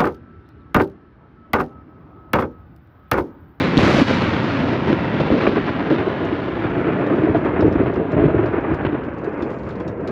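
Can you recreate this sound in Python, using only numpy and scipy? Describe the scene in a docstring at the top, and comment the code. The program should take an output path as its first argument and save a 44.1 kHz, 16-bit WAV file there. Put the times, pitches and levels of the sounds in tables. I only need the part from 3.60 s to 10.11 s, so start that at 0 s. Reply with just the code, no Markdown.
"""A close thunderclap inside a tent in a forest, over a low roll and the hiss of fine rain present from the start.
Shock fronts thump and snap; a ragged stream of shocks from the nearest channel stretch tears. The roll lulls briefly.
Peal after peal follows from ever further away: filtered shock volleys, dulled by air and scattered by trees.
Noise ticks with a short ring are drops on the fabric: small ones at random throughout, big ones in the later part."""
import sys
import numpy as np
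from scipy import signal
from scipy.fft import rfft, irfft, next_fast_len
from scipy.io import wavfile
from scipy.ndimage import uniform_filter1d, minimum_filter1d, map_coordinates

SR = 44100
rng = np.random.default_rng(int(sys.argv[2]) if len(sys.argv) > 2 else 0)


def pcm_store(signal):
    """Save signal as 16-bit PCM."""
    levels = np.round(np.clip(np.atleast_2d(signal), -1, 1) * 32767)
    wavfile.write(sys.argv[1], SR, levels.astype(np.int16).T)


N = 287091
TIME_S = np.arange(N) / SR

# single shock fronts: start_s, thump_db (peak), thump_hz, swell_s (time to peak), snap_db (peak)
FRONTS = [(0.1697, 5, 258, 0.0025, -4), (0.176, 6, 226.0, 0.0024, 0), (0.24, -12, 250.0, 0.0046, -17),
          (0.264, -7.5, 320.0, 0.0045, -23.0), (0.279, -11.1, 560.0, 0.002, -12.0),
          (0.285, -10, 370.0, 0.0018, -24.0), (0.347, -7, 250.0, 0.002, -23.0),
          (0.383, -11, 560.0, 0.0038, -13.0), (0.4136, -1, 256.0, 0.0061, -16),
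          (0.51, -7.5, 540, 0.0018, -19.0), (1.036, -14, 270.0, 0.0052, -23.0),
          (1.13, -14, 313, 0.006, -19), (1.298, -6, 304, 0.0045, -19), (1.327, -5, 310.0, 0.0045, -14),
          (1.603, -11, 560.0, 0.002, -16), (1.7, -11, 310.0, 0.006, -22.0),
          (1.702, -9, 560.0, 0.002, -22.0), (1.703, -18.5, 70, 0.01, -28), (1.72, -10, 330.0, 0.006, -18),
          (1.735, -9.5, 270.0, 0.0072, -31.0), (1.853, -10, 308, 0.006, -20),
          (1.866, -16.5, 557, 0.0052, -20), (1.874, -3.5, 342, 0.0013, -13),
          (1.969, -5.5, 390.0, 0.0017, -20), (2.187, -13.5, 299, 0.0071, -30),
          (2.301, -13.0, 270.0, 0.0066, -20), (2.311, -12, 566, 0.0024, -23.0),
          (2.318, -10.5, 300.0, 0.0074, -31.0), (2.331, -10, 310.0, 0.0028, -23.0),
          (2.724, -11, 322, 0.0051, -23.0), (3.039, -13, 328, 0.0066, -25.0),
          (3.187, -15, 310.0, 0.0051, -27), (3.269, -12.0, 333, 0.0069, -21),
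          (3.508, -12, 310.0, 0.0066, -22), (3.533, -9, 319, 0.006, -21.0), (3.584, -6, 308, 0.003, -23),
          (3.633, -7.5, 320.0, 0.006, -20), (3.67, -15, 636, 0.005, -26), (3.682, -10, 317, 0.006, -31.0),
          (3.694, -13.5, 290.0, 0.006, -29), (3.745, -10.5, 675, 0.0058, -22),
          (3.759, -10.5, 306, 0.006, -22.5), (4.004, -12, 301, 0.006, -22.0), (4.017, -18, 89, 0.014, -35),
          (4.018, -10.3, 385, 0.0069, -30.0), (4.025, -13, 557, 0.0017, -23),
          (4.031, -8, 280.0, 0.0014, -22), (4.053, -14, 413, 0.0068, -33.0), (4.066, -8, 343, 0.006, -26),
          (4.078, -11, 563, 0.0013, -35.0), (4.079, -10, 350.0, 0.0045, -33),
          (4.154, -6.5, 302, 0.0045, -27), (4.198, -10.5, 283, 0.0082, -25),
          (4.199, -9.5, 560.0, 0.0018, -31.0), (4.211, -11.5, 383, 0.006, -27.0),
          (4.258, -17, 700, 0.003, -24), (4.375, -7.5, 315, 0.0045, -33), (4.564, -16, 630, 0.0039, -27),
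          (4.579, -7.5, 300.0, 0.006, -21), (4.588, -11, 560.0, 0.0017, -20), (4.592, -16, 80, 0.013, -35),
          (4.596, -9, 300.0, 0.0075, -20.0), (4.638, -8, 377, 0.0049, -27), (4.645, -12, 139, 0.008, -29),
          (4.743, -5, 373, 0.0038, -31), (4.788, -9.5, 354, 0.006, -21), (4.982, -9, 320.0, 0.0035, -25),
          (5.1, -13.0, 349, 0.0067, -26), (5.115, -11.5, 320.0, 0.006, -33.0),
          (5.248, -20, 560.0, 0.0028, -21.0), (5.249, -7.5, 330.0, 0.002, -20),
          (5.264, -12.9, 362, 0.006, -18.0), (5.324, -17.5, 301, 0.0071, -29),
          (5.671, -13.5, 391, 0.0069, -30), (5.826, -11.5, 310.0, 0.0045, -28)]

# tearing crack from the nearest channel stretch; relative colour: freq_hz, density_db (per Hz)
TEAR_COLOUR = [(18, -54), (30, -26.5), (70, -7.5), (97, -1.5), (141, -1), (245, -5), (315, -5.5),
               (388, -5.5), (456, -11), (574, -7), (616, -9), (793, -16), (1200, -14.5), (2140, -18),
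               (5140, -33), (7430, -46), (9100, -60), (10800, -53), (13400, -73)]
TEAR_START_S, TEAR_END_S = 0.183, 0.423
TEAR_DB, TEAR_SWELL_DB = -16, 0.5

# peals, each a bunch of shocks from one bend of the channel; levels before scaling by length:
# start_s, length_s, boom_hz, bass_db, boom_db, crackle_db, sizzle_db
PEALS = [(0.619, 0.01, 310.0, -35.0, -16, -27.0, -37), (0.789, 0.014, 275.0, -22, -24, -34, -47.0),
         (0.84, 0.0053, 295.0, -34, -16, -29, -48.0), (1.272, 0.059, 315.0, -26, -19.5, -31.0, -43.5),
         (1.539, 0.01, 298, -30.5, -16.5, -35, -42), (1.6, 0.017, 300.0, -21, -16, -30, -39),
         (1.714, 0.076, 310.0, -35.5, -18, -33, -44), (1.804, 0.057, 330.0, -40.0, -22.5, -25.5, -40.5),
         (1.867, 0.0046, 335.0, -34.0, -16.0, -15, -39.0), (1.875, 0.018, 330.0, -27, -16.5, -29.0, -39),
         (1.96, 0.027, 360, -28.5, -18, -23.5, -46.5), (2.063, 0.01, 320.0, -40.0, -20, -36, -43.0),
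         (2.076, 0.02, 335.0, -38, -20.5, -26, -43.5), (2.188, 0.032, 300.0, -42, -23.5, -30, -55),
         (2.3, 0.0132, 340.0, -25.5, -17, -27.5, -43.5), (2.316, 0.048, 320.0, -42.0, -21, -33, -42),
         (2.382, 0.029, 340.0, -27, -22.5, -29, -45.5), (2.467, 0.01, 365.0, -43, -15.5, -42, -59),
         (2.597, 0.066, 305.0, -38.5, -23.5, -35.0, -55.0), (2.687, 0.011, 285.0, -30, -29, -30.5, -56),
         (2.878, 0.011, 330.0, -40, -21.5, -32, -48.5), (3.037, 0.034, 335.0, -28, -24, -29.5, -50.5),
         (3.163, 0.034, 345.0, -28, -19, -36.5, -60), (3.267, 0.039, 330.0, -42, -21.5, -30.5, -55),
         (3.391, 0.021, 337, -31.0, -20.5, -40.0, -60), (3.41, 0.042, 375.0, -41.0, -28, -29.5, -61),
         (3.496, 0.048, 325.0, -34, -17.5, -31, -57), (3.59, 0.01, 355.0, -21.5, -29, -40.0, -60.0),
         (3.618, 0.006, 360.0, -34, -13.5, -41.5, -50), (3.668, 0.027, 340.0, -40.5, -19, -33, -60.5),
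         (3.694, 0.024, 315.0, -20.5, -23.5, -42, -60.0), (3.745, 0.031, 330.0, -26.5, -20, -28, -48.5),
         (3.848, 0.048, 325.0, -36, -19, -27.5, -51), (3.962, 0.019, 340.0, -39.0, -25, -25.5, -57),
         (3.99, 0.024, 315.0, -22.5, -14.5, -29.5, -55), (4.023, 0.066, 350.0, -23, -13.5, -35.5, -63),
         (4.112, 0.01, 350.0, -36, -15.5, -46, -61.0), (4.155, 0.012, 310.0, -21, -23, -30.5, -61.0),
         (4.18, 0.044, 325.0, -41, -20, -30, -55.0), (4.23, 0.006, 340.0, -26, -14, -42.0, -64),
         (4.259, 0.024, 340.0, -22, -21, -30.5, -48), (4.298, 0.006, 340.0, -25, -14, -30, -57.5),
         (4.359, 0.016, 330.0, -26, -20.5, -31.0, -56), (4.398, 0.02, 340.0, -32.5, -16.5, -47, -65),
         (4.53, 0.021, 330.0, -24.5, -19, -33, -61), (4.566, 0.031, 330.0, -21.5, -17, -30.5, -59),
         (4.595, 0.066, 345.0, -23, -18, -31.5, -51.5), (4.651, 0.016, 390.0, -19, -16.5, -39, -46),
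         (4.678, 0.04, 392, -40, -18.0, -30.5, -53.0), (4.749, 0.066, 355.0, -22.5, -29, -43.5, -65),
         (4.78, 0.016, 360.0, -33, -27, -25.5, -56), (4.825, 0.066, 378, -29, -20.5, -33.0, -54),
         (4.93, 0.066, 360, -39, -20, -29.5, -56.5), (5.041, 0.016, 385.0, -42.0, -23.5, -27, -59),
         (5.068, 0.072, 340.0, -40.0, -22.0, -34, -62), (5.102, 0.048, 335.0, -24, -29.0, -37, -57.5),
         (5.187, 0.028, 380.0, -29.0, -25.5, -30.5, -63), (5.209, 0.034, 355.0, -28, -29, -38, -55),
         (5.249, 0.024, 355.0, -21.5, -24, -28.5, -41.5), (5.285, 0.011, 325.0, -45, -21.5, -46, -54),
         (5.322, 0.01, 320.0, -25.5, -23, -40, -50), (5.343, 0.024, 340.0, -29.5, -22.5, -32, -53),
         (5.479, 0.01, 305.0, -45, -23, -37, -70), (5.628, 0.01, 395.0, -46.0, -25.5, -47, -71.0),
         (5.651, 0.045, 370.0, -50, -30, -38, -72), (5.8, 0.029, 335.0, -32.5, -37, -39, -57),
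         (5.853, 0.021, 310.0, -35.5, -25, -46, -69.0), (5.894, 0.03, 350.0, -50, -28, -46, -67),
         (6.059, 0.066, 355.0, -36.5, -38, -40.5, -67), (6.203, 0.015, 365.0, -45.0, -26.5, -35.5, -66),
         (6.249, 0.066, 340.0, -33, -31, -44.5, -72), (6.396, 0.0093, 392, -40.0, -22.5, -40, -72.0)]

# continuous roll of many small shocks, levels before flutter and lull:
# time_s, bass_db, boom_db, crackle_db, sizzle_db
ROLL = [(0, -26.0, -19, -25, -35.0), (0.16, -29.5, -20.5, -27, -41.5), (0.52, -27.0, -19.5, -24.5, -34.5),
        (0.66, -24.5, -21.5, -25.5, -38), (0.85, -29.0, -23, -27.5, -40), (1.05, -26.0, -20, -27.5, -41),
        (1.25, -29, -23.0, -29.5, -44), (1.45, -27.5, -22.5, -28, -44), (1.7, -31.5, -23.5, -29.5, -42.5),
        (1.9, -33.5, -20.5, -32, -43), (2.05, -29.5, -26, -30, -44.0), (2.3, -36, -22.5, -30.5, -46.5),
        (2.55, -33.0, -25.5, -30.0, -46.0), (2.85, -33.0, -25.5, -32.5, -47), (3.2, -31, -23, -30, -50.5),
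        (3.55, -33.5, -20.5, -31.0, -51), (3.9, -30, -22, -30.5, -54.5), (4.2, -25, -25, -33.5, -54),
        (4.45, -36, -24.5, -34.5, -55.5), (4.75, -27, -22.5, -32, -55.5), (5.15, -37, -29, -33.5, -57),
        (5.4, -35.0, -27.0, -36.0, -56.5), (5.56, -36.0, -30.5, -38.0, -64), (5.8, -42, -26, -34.5, -62.5),
        (6.05, -33.5, -30.5, -40.5, -65), (6.2, -36.5, -28.0, -40, -65), (6.35, -37, -29.5, -42.5, -71),
        (6.5, -36, -24, -37, -67)]
# depth of the roll's lull after the tear: bass_db, boom_db, crackle_db, sizzle_db
LULL_DB = [-1, -9, -6, -3.5]
LULL_DELAY_S, LULL_WIDTH_S = 0.029, 0.016

# relative colour of shocks inside the tent: freq_hz, near_db, far_db, last_echoes_db
SHOCK_COLOUR = [(20, -48, -42, -43.5), (39.8, -24.5, -17.5, -18.5), (66, -13, -5.5, -6),
                (112, -1, 0.5, -3.5), (230, 1.5, -4.5, -5), (298, -1, 2.5, -4.5), (433, -8, -0.5, -6.5),
                (500, -5.5, -7.5, -7), (678, -13, -7.5, -13), (746, -16.5, -15.5, -13.5),
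                (1000, -15, -17.5, -12), (1640, -17.5, -22, -17), (2720, -21, -33, -29.5),
                (3900, -24, -48.5, -51), (5680, -36, -69.5, -76), (7350, -47.5, -89, -91),
                (9100, -65.5, -104, -105), (10400, -58, -114, -114), (14000, -82, -120, -120)]
# arrival of the near, far and last-echo colours: time_s
ARRIVALS_S = [0.5, 4.52, 6.4]
# edges between bass, boom, crackle and sizzle: edge_hz
SPLITS_HZ = (160, 700, 2800)

# big raindrops on the fabric: start_s, level_db (before the common drop gain), brightness_db_per_octave
DROPS = [(1.005, -54, 1), (2.6494, -48.5, 6), (3.1004, -54, 6), (3.203, -58.5, 7.5), (3.465, -49.5, 5),
         (3.772, -47.5, -3.5), (3.846, -55.5, 2), (4.0063, -35, -5.5), (4.066, -52, 1.5),
         (4.1255, -45.5, 1.5), (4.338, -48.5, 1), (4.3567, -48.5, -2), (4.5161, -44, -3.5),
         (4.7057, -57, 3), (4.8574, -42, -2.5), (5.1422, -49, 7.5), (5.436, -55, 1), (5.445, -56, 2.5),
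         (5.535, -60, 1.5), (5.582, -58, 5), (5.6436, -49.5, 5.5), (5.74, -61, 2), (5.8222, -39, -3),
         (5.902, -58, 11.5), (5.985, -56, 1), (6.0337, -53.5, -1), (6.052, -59, 5.5), (6.0676, -57, 2),
         (6.0886, -49, 1), (6.104, -44, -3), (6.1544, -49, -1), (6.1998, -46.5, 0.5), (6.2781, -42.5, 3),
         (6.4747, -36, -1)]
# relative colour of drop ticks on taut fabric: freq_hz, density_db (per Hz)
TICK_COLOUR = [(500, -13), (2000, -1.5), (3600, 1.5), (5500, -5), (7300, -16), (9100, -32), (10800, -23.5),
               (13500, -46.5)]

# common level of the fine rain, before the patter and hiss offsets: time_s, level_db
RAIN_LEVEL = [(0, -79), (3.0, -67), (4.5, -73), (5.5, -74.5), (5.75, -73), (6.0, -66), (6.2, -74),
              (6.35, -76), (6.5, -71)]
# relative colour of fine rain in the trees: freq_hz, density_db (per Hz)
RAIN_COLOUR = [(300, -2.5), (3000, -2), (5000, -6.5), (7200, -6), (9100, -28.5), (10800, -20.5),
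               (13500, -45.5)]


def amp(db):
    """Decibels to gain."""
    return 10 ** (np.asarray(db) / 20)


def unit(x):
    """Each row at rms 1."""
    return x / np.sqrt(np.mean(x ** 2, axis=-1, keepdims=True) + 1e-30)


def wobble(rate_hz):
    """A smooth random curve through rate_hz knots a second."""
    knots = rng.standard_normal(int(N * rate_hz / SR) + 4)
    return map_coordinates(knots, [TIME_S * rate_hz])


def add(track, start_s, sound):
    """Mix a sound into the track at start_s."""
    part = track[max(round(start_s * SR), 0):][:len(sound)]
    part += sound[:len(part)]


def coloured(x, spectrum):
    """x through a causal minimum-phase filter with the given (Hz, dB) points."""
    m = 2 * next_fast_len(len(x) // 2 + 4096)
    hz, db = np.transpose(spectrum)
    gain = amp(np.interp(np.log(np.fft.rfftfreq(m, 1 / SR) + 1), np.log(hz), db))
    # folding the cepstrum gives the minimum phase
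    cepstrum = irfft(np.log(gain))
    cepstrum[1:m // 2] *= 2
    cepstrum[m // 2 + 1:] = 0
    response = np.exp(rfft(cepstrum))
    return irfft(rfft(x, m) * response)[:len(x)]


def registers(x):
    """x split into bass, boom, crackle and sizzle, which sum back to x."""
    m = next_fast_len(len(x) + 4096)
    hz = np.fft.rfftfreq(m, 1 / SR)
    below = [1 / (1 + (hz / edge_hz) ** 10) for edge_hz in SPLITS_HZ]
    masks = np.diff([0 * hz, *below, 0 * hz + 1], axis=0)
    return irfft(rfft(x, m) * masks, m)[:, :len(x)]


def impulses(n, rate_hz, spread_db):
    """Randomly timed pressure jumps of either sign and uneven size, rms 1."""
    present = rng.random(n) < rate_hz / SR
    sign = rng.choice([-1, 1], n)
    size = amp(spread_db * rng.standard_normal(n))
    return unit(present * sign * size)


def scattered(x, wet_db, t60_s):
    """Scattering objects follow each impulse with a diffuse, decaying noise tail."""
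    t = np.arange(SR // 2) / SR
    tail = rng.standard_normal(len(t)) * amp(-60 * t / t60_s)
    tail = tail / np.linalg.norm(tail)
    return x + amp(wet_db) * signal.fftconvolve(x, tail)[:len(x)]


def through_air(shocks, arrival_s, bend=0.68):
    """Later shocks have come further, and the air has taken their edge."""
    distance = np.interp(arrival_s, ARRIVALS_S, [0, 1, 2])
    # the edge goes fastest over the first stretch of the way
    stage = distance ** bend if distance < 1 else distance
    colour = [(hz, np.interp(stage, [0, 1, 2], levels_db)) for hz, *levels_db in SHOCK_COLOUR]
    return coloured(shocks, colour)


def fronts(snap_t60_s=0.0065, jump_share=0.3, steep_db=12):
    """A front snaps, duller with distance, and sets the tent and its air swinging for a few cycles."""
    out = np.zeros(N)
    t, lead_s = np.arange(SR // 16) / SR, 0.004
    for start_s, thump_db, thump_hz, swell_s, snap_db in FRONTS:
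        u = t / swell_s
        swell = (u * np.exp(1 - u)) ** 2
        add(out, start_s, -amp(thump_db) * np.cos(2 * np.pi * thump_hz * t) * swell)

        edge = rng.standard_normal(len(t)) * amp(-60 * t / snap_t60_s)
        edge[0] += jump_share * np.linalg.norm(edge)
        padded = np.pad(edge, (round(lead_s * SR), 0))
        crackle, sizzle = registers(through_air(padded, start_s))[2:]
        # only the very first fronts are still steep
        snap = crackle + amp(steep_db * (start_s < TEAR_START_S)) * sizzle
        snap = amp(snap_db) * snap / np.abs(snap).max()
        # snap on the rising flank of the swing
        add(out, start_s - lead_s + swell_s / 2, snap)
    return out


def tear(release_s=0.0059, echo_db=-9, echo_t60_s=1.0, sizzle_db=1, ragged_db=0.65):
    """The nearest channel stretch rips in a ragged stream of shocks; its sizzle lingers among the trees."""
    shocks = impulses(N, rate_hz=4500, spread_db=3.5) * amp(ragged_db * wobble(160))
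    bass, boom, crackle, sizzle = registers(unit(coloured(shocks, TEAR_COLOUR)))
    progress = np.clip((TIME_S - TEAR_START_S) / (TEAR_END_S - TEAR_START_S), 0, 1)
    after_s = np.maximum(TIME_S - TEAR_END_S, 0)
    started = uniform_filter1d(1. * (progress > 0), SR // 500)
    envelope = started * np.exp(-after_s / release_s)
    echo = started * amp(echo_db - 60 * after_s / echo_t60_s)
    # crackle and sizzle grow towards the end
    swell = amp(TEAR_SWELL_DB * (progress - 0.5))
    body = envelope * (bass + boom + swell * crackle)
    lingering = np.maximum(envelope, echo) * swell * amp(sizzle_db) * sizzle
    return amp(TEAR_DB) * (body + lingering)


def peals(edge_s=0.0037, front_db=0, fall_db=2.5, ring_db=-1, ring_q=2.6, wet_db=-14):
    """A leading shock and a short volley, with their own boom pitch and echo from the trees."""
    out, lead_s = np.zeros(N), 0.02
    t = np.arange(SR // 4) / SR - lead_s
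    for start_s, length_s, boom_hz, *levels_db in PEALS:
        fall = amp(-fall_db * np.clip(t / length_s, 0, 1))
        release = np.exp(-np.maximum(t - length_s, 0) / edge_s)
        shocks = (t >= 0) * fall * release * impulses(len(t), rate_hz=3000, spread_db=1.1)
        shocks[round(lead_s * SR)] += amp(front_db) * np.abs(shocks).max() / 2

        peal = through_air(scattered(shocks, wet_db, t60_s=0.27), start_s)
        ring = signal.lfilter(*signal.iirpeak(boom_hz, ring_q, fs=SR), peal)
        bands = unit(registers(peal + amp(ring_db) * ring))
        # energy in proportion to the volley's length
        length_gain = np.sqrt(length_s * SR / len(t))
        add(out, start_s - lead_s, amp(levels_db) @ bands * length_gain)
    return out


def roll(flutter_db=0.5, lumps_db=0.56, step_s=0.25, even_s=0.055):
    """Countless small shocks from all along the channel merge into one roar."""
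    roar = np.zeros(N)
    window = np.sin(np.linspace(0, np.pi, 2 * round(step_s * SR)))
    for middle_s in np.arange(0, N / SR + step_s, step_s):
        # each stretch of the channel reaches the tent past other trees
        shocks = impulses(len(window), rate_hz=2800, spread_db=1.5)
        shocks = scattered(shocks, wet_db=-9.5, t60_s=0.1)
        stretch = unit(through_air(window * shocks, middle_s))
        add(roar, middle_s - step_s, stretch[len(window) // 2:] if middle_s == 0 else stretch)

    # level each band before imposing the level curves
    bands = registers(roar)
    power = np.abs(uniform_filter1d(bands ** 2, round(even_s * SR), axis=1))
    bands = bands / np.sqrt(power + 1e-20)
    knots_s, *levels_db = np.transpose(ROLL)
    curves_db = np.array([np.interp(TIME_S, knots_s, level_db) for level_db in levels_db])
    lull = np.exp(-((TIME_S - TEAR_END_S - LULL_DELAY_S) / LULL_WIDTH_S) ** 2)
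    curves_db = curves_db + np.outer(LULL_DB, lull)
    unsteady_db = lumps_db * wobble(26) + flutter_db * wobble(45)
    return np.sum(bands * amp(curves_db + unsteady_db), axis=0)


def drops(tick_t60_s=0.045, splash_db=-13, splash_t60_s=0.22, gain_db=-4.0, rise_s=0.0004, spot_db=3,
          ring_hz=4200, ring_spread=0.14, ring_db=-16, ring_t60_s=0.11):
    """A drop ticks drily, rings the taut fabric briefly and scatters into spray; small ones fall at random."""
    out, t = np.zeros(N), np.arange(SR // 5) / SR
    rise = 1 - np.exp(-t / rise_s)
    fade = (amp(-60 * t / tick_t60_s) + amp(splash_db - 60 * t / splash_t60_s)) * rise
    # start_s, level_db, brightness_db_per_octave, as in DROPS
    small = rng.uniform([0, -70.5, -3], [N / SR, -59.5, 6], size=(70, 3))
    tick_hz, tick_db = np.transpose(TICK_COLOUR)
    hz = np.geomspace(tick_hz[0], tick_hz[-1], 48)
    fabric_db = np.interp(np.log(hz), np.log(tick_hz), tick_db)
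    for start_s, level_db, brightness in [*DROPS, *small]:
        # every spot of the fabric has its own small resonances
        spot = spot_db * rng.standard_normal(len(hz))
        colour_db = fabric_db + brightness * np.log2(hz / 5000) + spot
        tick = coloured(fade * rng.standard_normal(len(t)), np.c_[hz, colour_db])
        tick = tick / np.std(tick[:SR // 200])
        modes_hz = ring_hz * np.exp(ring_spread * rng.standard_normal(size=(3, 1)))
        ring = np.sin(2 * np.pi * modes_hz * t).sum(axis=0)
        ring = ring * rise * amp(ring_db - 60 * t / ring_t60_s)
        add(out, start_s, amp(level_db + gain_db) * (tick + ring))
    return out


def drizzle(patter_db=1, hiss_db=-3.0):
    """Fine rain patters on the tent in flurries of impulses and hisses in the trees as filtered noise."""
    patter = amp(2 * wobble(3.8)) * impulses(N, rate_hz=60, spread_db=1.0)
    patter = unit(coloured(scattered(patter, wet_db=7.0, t60_s=0.06), TICK_COLOUR))
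    hiss = amp(1.5 * wobble(4.4)) * unit(coloured(rng.standard_normal(N), RAIN_COLOUR))
    level = amp(np.interp(TIME_S, *np.transpose(RAIN_LEVEL)))
    return level * (amp(patter_db) * patter + amp(hiss_db) * hiss)


def scene():
    """Thunder over the rain, at one microphone."""
    thunder = fronts() + tear() + peals() + roll()
    rain = drops() + drizzle()
    return (thunder + rain)[None]


def record(dry, low_cut_hz=38, top_hz=13400):
    """The microphone drops the deepest bass, a fast limiter holds the peaks, and the band ends steeply."""
    low_cut = signal.butter(4, low_cut_hz, "highpass", fs=SR, output="sos")
    sound = signal.sosfilt(low_cut, dry)
    ceiling, hold_samples = 0.82, SR // 200
    needed_gain = ceiling / np.maximum(np.abs(sound), ceiling)
    held_gain = minimum_filter1d(needed_gain, hold_samples)
    limited = sound * uniform_filter1d(held_gain, hold_samples)
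    m = next_fast_len(N + SR // 2)
    in_band = np.fft.rfftfreq(m, 1 / SR) < top_hz
    return irfft(rfft(limited, m) * in_band, m)[:, :N]


dry = scene()
out = record(dry)
pcm_store(out)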